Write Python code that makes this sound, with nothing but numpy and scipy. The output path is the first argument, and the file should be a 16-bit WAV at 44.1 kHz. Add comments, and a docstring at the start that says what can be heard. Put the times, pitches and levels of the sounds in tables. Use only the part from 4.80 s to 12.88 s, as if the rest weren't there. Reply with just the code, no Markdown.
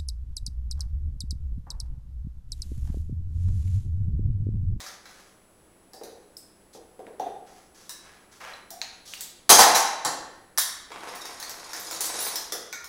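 """A bare, echoing room where scrap steel is handled. Pieces clink, ring and scrape in the hands, among
dull, hollow knocks. A steel plate crashes onto the pile on the floor and bounces, thumping the floor
and setting the scrap chattering. A small piece lands on the hard floor, then a hand rummages in a
crinkling plastic sack of scrap, and pieces jangle as they are lifted out.
Under it lie room air and a low hum; the camera whines faintly and overloads on the crash."""
import sys
import numpy as np
from scipy import signal
from scipy.fft import rfft, irfft
from scipy.io import wavfile
from scipy.ndimage import map_coordinates

SR = 44100
rng = np.random.default_rng(int(sys.argv[2]) if len(sys.argv) > 2 else 0)


def waveform_to_disk(signal):
    """Save audio, clipped to [-1, 1], as 16-bit WAV at the path in sys.argv[1]."""
    frames = np.transpose(np.atleast_2d(signal))
    scaled = np.clip(frames, -1, 1) * 32767
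    samples = np.round(scaled).astype(np.int16)
    wavfile.write(sys.argv[1], SR, samples)


N = 356328
TIME_S = np.arange(N) / SR
AGE_S = np.arange(SR) / SR  # time since a blow


def amp(db):
    """Decibels to gain."""
    return 10 ** (np.asarray(db) / 20)


def unit_rms(x):
    """Scale to rms 1."""
    return x / np.sqrt(np.mean(x ** 2) + 1e-20)


def unit_attack(x):
    """Scale a blow to rms 1 over its first 25 ms."""
    return x / np.sqrt(np.mean(x[:SR // 40] ** 2) + 1e-20)


def unit_energy(x):
    """Scale to energy 1."""
    return x / np.linalg.norm(x)


def along(points, hz):
    """Interpolate (Hz, value) points on a log frequency axis."""
    points_hz, values = np.transpose(points)
    return np.interp(np.log(hz + 1), np.log(points_hz + 1), values)


def add(track, start_s, sound):
    """Mix a sound into the track."""
    start = max(round(start_s * SR), 0)
    track[start:start + len(sound)] += sound[:N - start]


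def colour(x, spectrum, size=4096):
    """Minimum-phase filter through (Hz, dB) points."""
    gain = amp(along(spectrum, np.fft.rfftfreq(size, 1 / SR)))
    cepstrum = irfft(np.log(gain))
    cepstrum[1:size // 2] *= 2
    cepstrum[size // 2 + 1:] = 0
    impulse = irfft(np.exp(rfft(cepstrum)))
    return signal.fftconvolve(x, impulse)[:len(x)]


def butter(x, order, hz, kind):
    """Butterworth filter."""
    return signal.sosfilt(signal.butter(order, hz, kind, fs=SR, output="sos"), x)


def fade(t60_s, age_s=AGE_S):
    """Decay of 60 dB in t60_s."""
    return np.exp(-np.log(1000) * age_s / t60_s)


def burst(t60_s):
    """Dying noise of a contact, energy 1."""
    return unit_energy(rng.standard_normal(SR) * fade(t60_s))


def ring(modes, scatter_db):
    """Damped modes (Hz, dB, t60 s) at strengths that depend on the spot struck, energy 1."""
    out = np.zeros(SR)
    for hz, db, t60_s in modes:
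        age_s = AGE_S[:int(t60_s * SR)]
        strength = rng.choice([-1, 1]) * amp(db + scatter_db * rng.standard_normal())
        out[:len(age_s)] += strength * np.sin(2 * np.pi * hz * age_s) * fade(t60_s, age_s)
    return unit_energy(out)


def piece(t60_s, mode_count=36):
    """An odd-shaped bit of steel: unrelated modes, the high ones dying sooner; t60_s holds at 5 kHz."""
    modes_hz = rng.uniform(2800, 15500, mode_count)
    return ring([(hz, 0, t60_s * np.sqrt(5000 / hz)) for hz in modes_hz], scatter_db=-1)


def grains(per_s, spread_db):
    """Random tiny contacts of uneven size."""
    hits = rng.random(N) < per_s / SR
    signs = rng.choice([-1, 1], N)
    return hits * signs * amp(spread_db * np.clip(rng.standard_normal(N), -2, 2))


def clumps(per_s, depth_db):
    """A gain that surges and slackens at random."""
    knots = rng.uniform(-1.5, 1, int(N * per_s / SR) + 4)
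    return amp(depth_db * map_coordinates(knots, [TIME_S * per_s]))


# Reverberation. Each row: frequency in Hz, t60 in seconds.
ROOM_DECAY = [(100, 0.68), (350, 0.93), (800, 0.76), (2000, 0.9), (5000, 0.62), (9000, 0.49), (15000, 0.29)]

def room(x, direct_db):
    """Direct sound plus the bare walls' dense answer, different for every spot."""
    hz, frame_s, noise = signal.stft(rng.standard_normal(SR * 3 // 2), SR, nperseg=256)
    decay = fade(along(ROOM_DECAY, hz)[:, None], frame_s)
    tail = signal.istft(noise * decay, SR, nperseg=256)[1]
    age_s = np.arange(len(tail)) / SR
    onset = 1 - np.exp(-age_s / 0.00097)
    near_walls = 1 + 0.34 * np.exp(-age_s / 0.018)
    impulse = unit_energy(tail * onset * near_walls)
    impulse[0] = amp(direct_db)
    return signal.fftconvolve(x, impulse)[:max(len(x), len(impulse))]


# Room air. Each row: frequency in Hz, gain in dB.
AIR_SPECTRUM = [(20, 7), (60, 6), (150, 2), (330, 6.5), (800, -1), (1570, -7), (4000, -15), (9000, -17),
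                (16000, -19)]
# Hum and whine. Each row: frequency in Hz, rms level in dB.
STEADY_TONES = [(188, -73), (7827, -87), (7887, -74.5), (10002, -68.5)]

def background():
    """Room air, a low hum and the camera's thin whine."""
    air = unit_rms(colour(rng.standard_normal(N), AIR_SPECTRUM))
    tones = sum(amp(db) * np.sqrt(2) * np.sin(2 * np.pi * hz * TIME_S) for hz, db in STEADY_TONES)
    return amp(-59) * air + tones


# Sliding steel. Each row: frequency in Hz, gain in dB.
GRIND_SPECTRUM = [(200, -25.5), (550, 1.5), (1000, 2), (1700, 2.5), (2600, -3.5), (4500, -11.5),
                  (9000, -52.5)]
HISS_SPECTRUM = [(1500, -26.5), (3300, 0.5), (6000, 4.5), (8000, -2), (12000, -7), (16000, -16)]
# Each row: start in seconds, length in seconds, relative grind and hiss levels in dB.
SCRAPE_STROKES = [(0.0, 0.18, -55, -52), (0.25, 0.34, -63, -63.5), (1.928, 0.065, -68, -56),
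                  (2.66, 0.27, -66, -66), (2.943, 0.2, -65, -60.5), (3.22, 0.31, -61.5, -69.5),
                  (3.511, 0.11, -63, -61), (3.6, 0.23, -47.5, -58), (4.251, 0.26, -64, -51)]

def scrapes(bite_s=0.0088, hold_share=0.37):
    """Rough steel bites at once, then catches and slips in a dense run of tiny contacts."""
    out = np.zeros(N)
    slips = clumps(per_s=59, depth_db=1.5) * grains(per_s=3500, spread_db=2.5)
    grind = unit_rms(colour(slips, GRIND_SPECTRUM))
    hiss = unit_rms(colour(slips, HISS_SPECTRUM))
    for start_s, length_s, grind_db, hiss_db in SCRAPE_STROKES:
        pressure = np.interp(TIME_S - start_s, [0, bite_s, length_s * hold_share, length_s], [0, 1, 1, 0])
        out += pressure * (amp(grind_db) * grind + amp(hiss_db) * hiss)
    return room(out, direct_db=4.5)


# Resonances of hollow wood. Each row: frequency in Hz, gain in dB.
WOOD_LOW_SPECTRUM = [(60, -40.5), (200, -17), (470, 0), (600, -8), (900, -17.5), (2500, -34), (8000, -36)]
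WOOD_HIGH_SPECTRUM = [(150, -34.5), (520, -31.5), (680, 6.5), (760, 9.5), (920, -9), (1200, -34.5),
                      (3000, -29), (8000, -51.5)]
# Each row: start in seconds, relative levels of the low and the high resonance in dB.
HOLLOW_KNOCKS = [(1.141, -51.5, -51), (1.213, -39, -49.5), (1.950, -45.5, -53), (2.193, -40, -44.5),
                 (2.268, -44, -68), (2.398, -35, -27), (2.466, -40.5, -42), (3.912, -61, -46.5),
                 (6.105, -49, -57), (7.724, -38, -47.5)]

def knocks():
    """Dull, hollow knocks, such as a box on a ledge or a bumped chair: two broad, damped resonances."""
    out = np.zeros(N)
    for start_s, low_db, high_db in HOLLOW_KNOCKS:
        for spectrum, db in ((WOOD_LOW_SPECTRUM, low_db), (WOOD_HIGH_SPECTRUM, high_db)):
            push = unit_energy(fade(t60_s=0.00047))
            rattle = burst(t60_s=0.027)
            knock = room(colour(push + rattle, spectrum), direct_db=-6)
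            add(out, start_s, amp(db - 2.5) * unit_attack(knock))
    return out


# Plastic and the scrap inside. Each row: frequency in Hz, gain in dB.
SACK_SPECTRUM = [(80, -30), (190, -15), (340, -2), (800, 1), (2200, -7), (3200, -11), (8000, -19.5),
                 (16000, -35)]
JINGLE_SPECTRUM = [(500, -3), (2500, -24), (4000, 2.5), (6300, 6), (8000, -3), (10500, 2), (16000, -21)]
# Effort of the hand. Each row: time in seconds, relative level in dB.
DIG_EFFORT = [(6.103, -40.5), (6.25, -46), (6.6, -48), (6.85, -50), (7.15, -41), (7.46, -40), (7.66, -53.5)]

def rummage(piece_count=14, reach_s=0.31, jingle_db=-3.5, deeper_db_per_s=4):
    """The sack crinkles while the pieces inside shift over one another, louder as the hand digs deeper."""
    dig_s, dig_db = np.transpose(DIG_EFFORT)
    effort = amp(np.interp(TIME_S, dig_s, dig_db, left=-120, right=-120))
    inside_s = np.clip(TIME_S - dig_s[0], 0, dig_s[-1] - dig_s[0])
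    touch = np.minimum(inside_s / reach_s, 1) * amp(jingle_db + deeper_db_per_s * inside_s)
    surges = clumps(per_s=60, depth_db=3.5)
    crinkle = unit_rms(colour(surges * grains(per_s=330, spread_db=7), SACK_SPECTRUM))
    scrap = np.zeros(N)
    for _ in range(piece_count):  # each piece keeps its own ring
        voice = piece(t60_s=0.038, mode_count=10) + amp(-4) * burst(t60_s=0.002)
        scrap += signal.fftconvolve(surges * grains(per_s=11, spread_db=4), voice)[:N]
    jingle = unit_rms(colour(scrap, JINGLE_SPECTRUM))
    return room(effort * (crinkle + touch * jingle), direct_db=-3)


# Pieces lifted from the sack. Each row: start in seconds, length in seconds, level in dB.
LIFTS = [(7.206, 0.055, -34), (7.40, 0.09, -31)]

def jangles(taps_per_s=45, low_cut_hz=4550):
    """Hanging pieces swing together, each tap with its own brief ring; being small, they radiate few lows."""
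    out = np.zeros(N)
    for start_s, length_s, db in LIFTS:
        taps = np.zeros(N)
        count = max(round(length_s * taps_per_s), 1)
        for k in range(count):
            tap_s = start_s + length_s * (k + rng.uniform(0, 0.42)) / count
            add(taps, tap_s, piece(t60_s=0.19, mode_count=26))
        radiated = butter(taps, 2, low_cut_hz, "high")
        out += amp(db) * np.sqrt(length_s * SR) * unit_energy(room(radiated, direct_db=0.5))
    return out


# Each row: start in seconds, frequency in Hz, attack level in dB, t60 in seconds.
PIECE_PARTIALS = [(1.568, 5110, -46, 0.015), (2.268, 1900, -55, 0.0019), (3.737, 4010, -48.5, 0.033),
                  (4.016, 2480, -40, 0.003), (4.016, 4120, -33, 0.0047), (4.016, 5900, -41, 0.0034),
                  (4.337, 2830, -40, 0.004), (4.810, 4680, -20, 0.054), (4.948, 3937, -26.5, 0.14),
                  (5.25, 5560, -39, 0.06), (5.784, 1150, -33, 0.0085), (7.111, 6804, -46.5, 1.1),
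                  (7.256, 7994, -41, 0.81), (7.39, 9850, -35, 0.68), (7.41, 3553, -50, 0.52),
                  (7.56, 5250, -35, 0.16), (7.928, 1412, -45, 0.64), (7.928, 2226, -41, 0.11),
                  (7.928, 5720, -47, 0.17), (7.928, 6120, -46, 0.3)]

def singing():
    """A struck piece rings with a beating pair of partials, choked in a grip, long when hanging free."""
    out = np.zeros(N)
    for start_s, hz, db, t60_s in PIECE_PARTIALS:
        upper_hz = hz * rng.uniform(1.015, 1.08)
        pair = ring([(hz, 0, t60_s), (upper_hz, -3, t60_s / 2)], scatter_db=-1.5)
        radiated = butter(pair, 2, hz / 2, "high")
        add(out, start_s, amp(db) * unit_attack(room(radiated, direct_db=5)))
    return out


# Clank, ring and sparkle bands. Each row: lower and upper edge in Hz.
CLINK_BANDS = [(700, 2000), (3600, 6900), (8200, 15700)]
# Each row: start in seconds, main resonance in Hz, relative level in dB, brightness in dB
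# (light, sharp pieces above 0; heavy, blunt ones below).
CLINK_HITS = [(0.003, 3970, -42.5, -2), (0.064, 5400, -42, -4.5), (0.256, 4100, -50.5, -6.5),
              (1.134, 4660, -48.5, 2), (1.235, 3970, -46.5, 3), (1.570, 8100, -54.5, 13),
              (2.397, 3500, -48, -3), (3.094, 5650, -38, 3.5), (3.905, 5540, -43.5, 7),
              (4.016, 6800, -41, -4), (4.338, 4500, -45, 4), (4.408, 7700, -38, 8),
              (5.249, 10600, -25.5, -0.5), (5.776, 5650, -24, 0), (5.783, 9730, -23.5, 9.5),
              (6.355, 6000, -48.5, 10), (6.455, 5570, -40, -1.5), (6.60, 6130, -39.5, 3),
              (6.627, 4340, -36.5, -1.5), (6.695, 5500, -37.5, 3.5), (6.933, 5700, -34.5, -2),
              (6.998, 13600, -45.5, 12), (7.111, 6700, -39, 7), (7.207, 6000, -30.5, 8.5),
              (7.255, 4580, -36, 10), (7.39, 10200, -40, 3), (7.557, 5700, -30.5, 4.5),
              (7.722, 5800, -29.5, 2.5), (7.927, 1860, -37, -3), (8.043, 5600, -42.5, 2)]

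def clinks(resonance_q=12):
    """Small pieces strike, each sharp crack followed by a quick echo off the floor."""
    out = np.zeros(N)
    for start_s, resonance_hz, db, bright_db in CLINK_HITS:
        strike = burst(t60_s=0.0094) + amp(-4) * burst(t60_s=0.042)
        floor_echo = amp(-9) * np.roll(burst(t60_s=0.015), int(SR * rng.uniform(0.006, 0.012)))
        crack = strike + floor_echo
        resonance = signal.lfilter(*signal.iirpeak(resonance_hz, resonance_q, fs=SR), crack)
        clink = room(crack + amp(3.5) * resonance, direct_db=-4.5)
        balance_db = (-8.5 - bright_db, -3, -8.5 + bright_db)  # brightness trades clank for sparkle
        for band_hz, band_db in zip(CLINK_BANDS, balance_db):
            add(out, start_s, amp(db + band_db) * unit_attack(butter(clink, 3, band_hz, "band")))
    return out


# Floor thud, plate rattle and scrap chatter. Each row: frequency in Hz, gain in dB.
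THUD_SPECTRUM = [(15, -35), (45, -12.5), (80, -18), (150, -6), (300, 0.5), (460, 3.5), (900, 4.5),
                 (2500, -59)]
RATTLE_SPECTRUM = [(250, -37.5), (580, -12.5), (780, 6.5), (1080, 2.5), (1220, -10), (1900, -8),
                   (3000, -35)]
CHATTER_SPECTRUM = [(200, -28.5), (700, 5.5), (1500, -1.5), (2700, -7), (4500, -0.5), (6300, 5), (7500, -3),
                    (10000, -1.5), (13000, -6), (16000, -9.5)]
# Each row: frequency in Hz, relative level in dB, t60 in seconds.
PLATE_MODES = [(490, -3, 0.39), (687, -0.5, 0.3), (766, 4.5, 0.32), (843, -1.5, 0.18), (1019, 3, 0.28),
               (1051, 2, 0.23), (1502, -8, .45), (2716, -7, 0.55), (4700, -14.5, 0.6), (6220, -15, .45),
               (6460, -11, 0.39)]
# Landing, bounces and topple. Each row: start in seconds, relative thud, clang and chatter levels in dB.
PLATE_HITS = [(4.693, -24.5, -18.5, -7), (4.784, -31, -14.5, -12.5), (4.811, -37.5, -15, -20),
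              (4.947, -44.5, -24, -19), (5.249, -33.5, -31.5, -35)]

def crash(slap_delay_s=0.007, corner_db=-2.5):
    """Corner, then face: both contacts ring the plate and shake the scrap; the face thumps the floor."""
    out = np.zeros(N)
    for start_s, thud_db, clang_db, chatter_db in PLATE_HITS:
        thud = room(colour(burst(t60_s=0.051), THUD_SPECTRUM), direct_db=-3)
        add(out, start_s + slap_delay_s, amp(thud_db + 3.5) * unit_attack(thud))
        for delay_s, contact_db in ((0, corner_db), (slap_delay_s, 0)):
            ringing = room(ring(PLATE_MODES, scatter_db=0.5), direct_db=7.5)
            rattle = unit_energy(colour(burst(t60_s=0.036), RATTLE_SPECTRUM))  # pressed against the pile
            clang = amp(clang_db) * unit_attack(ringing + amp(14) * room(rattle, direct_db=-6))
            scrap = colour(burst(t60_s=0.056) + amp(-16.5) * piece(t60_s=0.11), CHATTER_SPECTRUM)
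            chatter = amp(chatter_db - 1.5) * unit_attack(room(scrap, direct_db=-8))
            add(out, start_s + delay_s, amp(contact_db) * (clang + chatter))
    return out


def scene():
    """All sources at one microphone."""
    steel = clinks() + singing() + crash()
    return (steel + knocks() + scrapes() + rummage() + jangles() + background())[None]


def record(dry):
    """The camera's microphone port dulls one narrow band; peaks are flattened and the top is cut off."""
    port_hz, ceiling, top_hz = 2750, 0.95, 15900
    dulled = dry - 0.07 * signal.lfilter(*signal.iirpeak(port_hz, 3, fs=SR), dry)
    clipped = dulled / (1 + np.abs(dulled / ceiling) ** 6) ** (1 / 6)
    return signal.sosfilt(signal.ellip(10, 0.2, 70, top_hz, fs=SR, output="sos"), clipped)


dry = scene()
out = record(dry)
waveform_to_disk(out)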